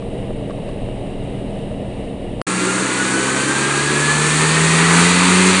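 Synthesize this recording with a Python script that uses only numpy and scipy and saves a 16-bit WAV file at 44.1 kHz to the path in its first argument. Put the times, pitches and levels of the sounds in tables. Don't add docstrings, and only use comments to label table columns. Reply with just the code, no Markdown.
import sys
import numpy as np
from scipy import signal
from scipy.fft import rfft, irfft, next_fast_len
from scipy.io import wavfile
from scipy.ndimage import uniform_filter1d

SR = 44100
rng = np.random.default_rng(int(sys.argv[2]) if len(sys.argv) > 2 else 0)


def transcribe(signal):
    frames = np.atleast_2d(signal).T
    limited = np.clip(frames, -1, 1)
    pcm = np.round(limited * 32767).astype(np.int16)
    wavfile.write(sys.argv[1], SR, pcm)


N = 246959
TIME = np.arange(N) / SR
DESK_END_S, PULL_START_S = 2.4174, 2.466

# t/s, f/Hz
REV_RAMP = [(2.48, 60.66), (3.0, 64.44), (3.5, 68.68), (4.0, 73.08), (4.5, 78.5), (4.93, 84.18),
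            (5.06, 87.56), (5.59, 94.1)]
# t/s, effort/dB
EFFORT_RIDE = [(2.48, 0), (3.8, -0.55), (4.6, 0.5), (4.82, 0.4), (5.0, 1.5), (5.13, -1.2), (5.33, 0),
               (5.48, -0.8), (5.6, -3.5)]
MID_REVS_HZ = 75
EXHAUST_LAW, RASP_LAW = (-23, 2, 0.85), (-22, 11.5, 0.7)
CLATTER_LAW, HISS_LAW = (-23.5, 16.7, 0.69), (-23, 12, 0.91)
BOOM_ORDER_LAWS = [(-41, 29.5, 0.5), (-28.5, 35.5, 1.6), (-32.5, -6, 1.4), (-37.5, 9.5, 1.8)]
# f/Hz, width/Hz, gain/dB
PIPE_AND_ROOM_MODES = [(157, 43.5, 8), (186.7, 10, 2.5), (219, 20, -4.5), (269, 28, 10), (291, 25, 4),
                       (348.2, 7.5, 12.5), (368.7, 13, 17.5), (443, 22, 4)]
# order, relative level/dB
GROWL_ORDERS = [(3.5, -17), (4.5, 3), (5, 6.5), (5.5, 1.5), (6, 4), (7, -2), (8, 2.5)]
# f/Hz, relative level/dB
EXHAUST_EQ = [(40, -31), (110, -14.5), (215, -5), (285, -1.5), (355, -4), (430, -2.5), (500, -9.5),
              (580, -12), (680, -12.5), (900, -15.5), (1500, -60)]
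RASP_EQ = [(450, -11.5), (680, -16.5), (780, -9.5), (870, -3), (1050, -2), (1240, 0.5), (1400, -3),
           (1700, -3), (2000, -5), (2500, -18), (3500, -44)]
CLATTER_EQ = [(1300, -21), (1800, -9.5), (2000, -4.5), (2200, -2.5), (2450, 1.5), (2850, -4), (3250, -6),
              (3900, -5), (4600, -4.5), (4950, -14), (6500, -40)]
INTAKE_EQ = [(4900, -11), (5200, -9.5), (5600, -5.5), (6100, -3), (6350, -2.5), (6650, 0.5), (7400, 0.5),
             (8000, 2), (8300, 0.5), (8650, 3.5), (9050, 1.5), (9600, -8), (10000, -1.5), (10350, -15.5)]
# t/s, length/s, gain/dB
ROLLER_SWELLS = [(3.017, 0.048, 6), (3.18, 0.044, 5.5), (4.074, 0.087, 4.5)]
# f/Hz, level/dB, waver/dB
COOLING_FAN_TONES = [(511.5, -35.5, 1.5), (1023, -41, 2), (1660, -35, 1.5), (2046, -40.5, 2)]
# f/Hz, relative level/dB
FAN_AIR_EQ = [(11, -28), (18, 0.5), (87, -11), (122, -4), (166, -6), (202, -10.5), (221, -10), (284, -7.5),
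              (316, -11.5), (352, -8.5), (421, -11.5), (460, -7.5), (503, -10.5), (613, -9.5), (1300, -37),
              (1690, -69), (2860, -120)]
FAN_HISS_EQ = [(1200, -9), (1500, -9.5), (1950, -3), (2450, -6), (2820, 0), (3450, -10.5), (3800, -7.5),
               (4300, -16.5), (5000, -20), (6100, -26.5), (7700, -20.5), (8250, -14.5), (8600, -18.5),
               (9150, -11.5), (9550, -17), (10300, -21.5)]
# f/Hz, width/Hz, level/dB
HOUSING_RINGS = [(2874, 110, -59), (3840, 120, -66), (9200, 200, -67)]
# f/Hz, level/dB, waver/dB
HUM_TONES = [(25.5, -35, 3), (60, -40, 1), (120, -36.5, 1), (200, -34.5, 1.5), (240, -44, 2), (280, -39, 2),
             (398, -47, 2), (480, -47, 2)]
# t/s, peak level/dB, hardness/(dB per octave)
DESK_KNOCKS = [(0.024, -22, -7), (.307, -20, -32), (.498, -17, -18), (0.5078, -20.5, 1), (.69, -27, 4),
               (.888, -17, -30), (1.275, -23, -25), (1.715, -19.5, -24), (2.4157, -6, 3)]
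# f/Hz, relative level/dB, t60/s
PLASTIC_MODES = [(607, 5, 0.036), (1135, 3.5, 0.03), (1380, -11, 0.022), (1620, -6, .03), (2850, -11, .015),
                 (4400, -9, 0.0033), (7460, -16, .003)]


def engine():
    crank_hz = automation(REV_RAMP)
    crank = turns_of(crank_hz * (1 + .0015 * drift(20)))
    pulses = firings(crank, scatter=0.35, jitter_s=0.00048)
    layers = [(exhaust(pulses, crank, crank_hz), EXHAUST_LAW), (rasp(pulses, crank, crank_hz), RASP_LAW),
              (clatter(pulses, crank), CLATTER_LAW), (intake(crank), HISS_LAW)]
    return boom(crank, crank_hz) + sum(layer * undb(level_db(law, crank_hz)) for layer, law in layers)


def firings(crank, scatter, jitter_s):
    cylinder_db = [-1.0, -3.0, -6.0, -6.5]
    due = np.flatnonzero(np.diff(np.floor(2 * crank)))
    size, late = rng.uniform(-0.99, 1, (len(due), 2)).T
    hits = np.clip(due + (jitter_s * SR * late).astype(int), 0, N - 1)
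    pulses = np.zeros(N)
    pulses[hits] = undb(np.resize(cylinder_db, len(due))) * (1 + scatter * size)
    return unit(pulses - pulses.mean())


def gas(crank, pump_db=0):
    return unit(noise() * undb(pump_db * np.cos(4 * np.pi * crank) + 0.61 * drift(25.054)))


def boom(crank, crank_hz):
    wave = np.zeros(N)
    for order, law, waver_db in zip((1, 2, 3, 4), BOOM_ORDER_LAWS, (.7, .5, 1.5, 2)):
        db = level_db(law, crank_hz) + resonance_db(order * crank_hz) + waver_db * drift(30)
        phase = 2 * np.pi * order * crank + 0.03 * waver_db * drift(40)
        wave -= np.sqrt(2) * undb(db) * np.cos(phase)
    return wave


def exhaust(pulses, crank, crank_hz):
    roar = room(0.43 * pulses + gas(crank), t60=0.49, wet_db=-3.5)
    return unit(eq(roar, EXHAUST_EQ) + 0.82 * eq(growl(crank, crank_hz), EXHAUST_EQ))


def growl(crank, crank_hz):
    wave = np.zeros(N)
    for order, db in GROWL_ORDERS:
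        gain = undb(db + .3 * resonance_db(order * crank_hz) + 5.1 * drift(22))
        wave += gain * np.sin(2 * np.pi * order * crank + drift(25))
    return unit(wave)


def rasp(pulses, crank, crank_hz):
    punch = (crank_hz / crank_hz.max()) ** 2
    drive = 0.31 * punch * pulses + gas(crank, pump_db=2.8 * punch)
    flare_db = 2.3 * bell(crank_hz, centre=84.7, width=5.6)
    return eq(room(drive, t60=0.51, wet_db=-4.5), RASP_EQ) * undb(flare_db)


def clatter(pulses, crank):
    return eq(room(0.25 * pulses + gas(crank), t60=1.0, wet_db=-12), CLATTER_EQ)


def intake(crank):
    return eq(gas(crank, pump_db=0.5), INTAKE_EQ)


def level_db(law, crank_hz):
    mid_db, db_per_doubling, effort_share = law
    doublings = np.log2(crank_hz / MID_REVS_HZ)
    return mid_db + db_per_doubling * doublings + effort_share * automation(EFFORT_RIDE)


def resonance_db(hz):
    return sum(db * bell(hz, centre, width) for centre, width, db in PIPE_AND_ROOM_MODES)


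def rollers():
    start_hz, loudest_hz, cycles_per_turn = 1356, 1774, 130
    t = np.maximum(TIME - PULL_START_S, 0)
    hz = start_hz + 184 * t + 44 * t ** 2 / 2
    db = -27.5 - 53 * np.log2(hz / loudest_hz) ** 2
    db += sum(swell_db * bell(TIME, at, length) for at, length, swell_db in ROLLER_SWELLS)
    throb = 1 + .52 * np.sin(2 * np.pi * turns_of(hz / cycles_per_turn) + drift(8))
    whine = throb * tone(hz, db, waver_db=1.6, rate=20, slip=.25)
    halo = tone(hz, db - 10, waver_db=3, rate=110, slip=1.4)
    octave_db = db - 6 - 110 * np.log10(hz / start_hz)
    return whine + halo + tone(2 * hz, octave_db, waver_db=2.5, rate=45, slip=.9)


def cooling_fan():
    fade_at_s, fade_s, fade_db = 3.33, 0.32, -14
    fade = np.clip((TIME - fade_at_s) / fade_s, 0, 1)
    blades = sum(tone(hz, db, waver_db, rate=12, slip=.35) for hz, db, waver_db in COOLING_FAN_TONES)
    return undb(fade_db * fade) * blades


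def desk_fans():
    air = eq(noise() * undb(0.66 * drift(60.4)), FAN_AIR_EQ) * undb(-26.5)
    hiss = eq(noise() * undb(0.59 * drift(20)), FAN_HISS_EQ) * undb(-44.5)
    rings = sum(tone(hz, db, waver_db=2, rate=width, slip=1.5) for hz, width, db in HOUSING_RINGS)
    hum = sum(tone(hz, db, waver_db, rate=5.02, slip=0.34) for hz, db, waver_db in HUM_TONES)
    sag = 1 - np.exp(-TIME / 0.605)
    blade = tone(hz=465 - 12 * sag, db=-30 - 18 * sag, waver_db=2.5, rate=9.5, slip=0.4)
    return air + hiss + rings + hum + blade


def knock(at_s, peak_db, hardness):
    t = TIME[:SR // 10]
    ring = np.zeros(len(t))
    for hz, db, t60 in PLASTIC_MODES:
        tilt_db = hardness * np.log2(hz / PLASTIC_MODES[0][0])
        ring += undb(db + tilt_db - 60 * t / t60) * np.sin(2 * np.pi * hz * t)
    return np.pad(undb(peak_db) * ring / np.abs(ring).max(), (int(at_s * SR), N))[:N]


def room(x, t60, wet_db):
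    t = TIME[:SR // 2]
    tail = rng.standard_normal(len(t)) * undb(-60 * t / t60) * (t > .006)
    wet = signal.fftconvolve(x, tail / np.linalg.norm(tail))[:N]
    return unit(x + undb(wet_db) * wet)


def tone(hz, db, waver_db, rate, slip):
    gain = np.sqrt(2) * undb(db + waver_db * drift(rate))
    return gain * np.sin(2 * np.pi * turns_of(hz) + slip * drift(rate))


def eq(x, points):
    hz, db = np.transpose(points)
    size = next_fast_len(N, True)
    f = np.maximum(np.arange(size // 2 + 1) * SR / size, 1)
    gain = undb(np.interp(np.log(f), np.log(hz), db))
    rolloff = np.minimum(f / hz[0], 1) ** 2 * np.minimum(hz[-1] / f, 1) ** 2
    return unit(irfft(rfft(x, size) * gain * rolloff, size)[:N])


def drift(rate):
    hold = max(int(SR / rate), 1)
    steps = np.repeat(rng.uniform(-1, 1, N // hold + 1), hold)[:N]
    return unit(uniform_filter1d(uniform_filter1d(steps, hold), hold))


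def automation(points):
    return np.interp(TIME, *np.transpose(points))


def turns_of(hz):
    return np.cumsum(hz * np.ones(N)) / SR


def bell(x, centre, width):
    return .5 ** ((2 * (x - centre) / width) ** 2)


def noise():
    return rng.standard_normal(N)


def undb(db):
    return 10 ** (np.asarray(db) / 20)


def unit(x):
    return x / np.sqrt(np.mean(x ** 2))


def scene():
    desk_gate = np.clip((DESK_END_S - TIME) / .0002, 0, 1)
    pull_gate = np.clip((TIME - PULL_START_S) / 0.0044, 0, 1) ** 2
    desk = desk_fans() + sum(knock(*row) for row in DESK_KNOCKS)
    pull = engine() + rollers() + cooling_fan()
    return (desk_gate * desk + pull_gate * pull)[None]


def record(dry):
    ceiling, top_hz = .86, 10400
    rounded = dry / (1 + (dry / ceiling) ** 8) ** (1 / 8)
    return signal.sosfilt(signal.ellip(12, .2, 80, top_hz, fs=SR, output="sos"), rounded)


dry = scene()
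out = record(dry)
transcribe(out)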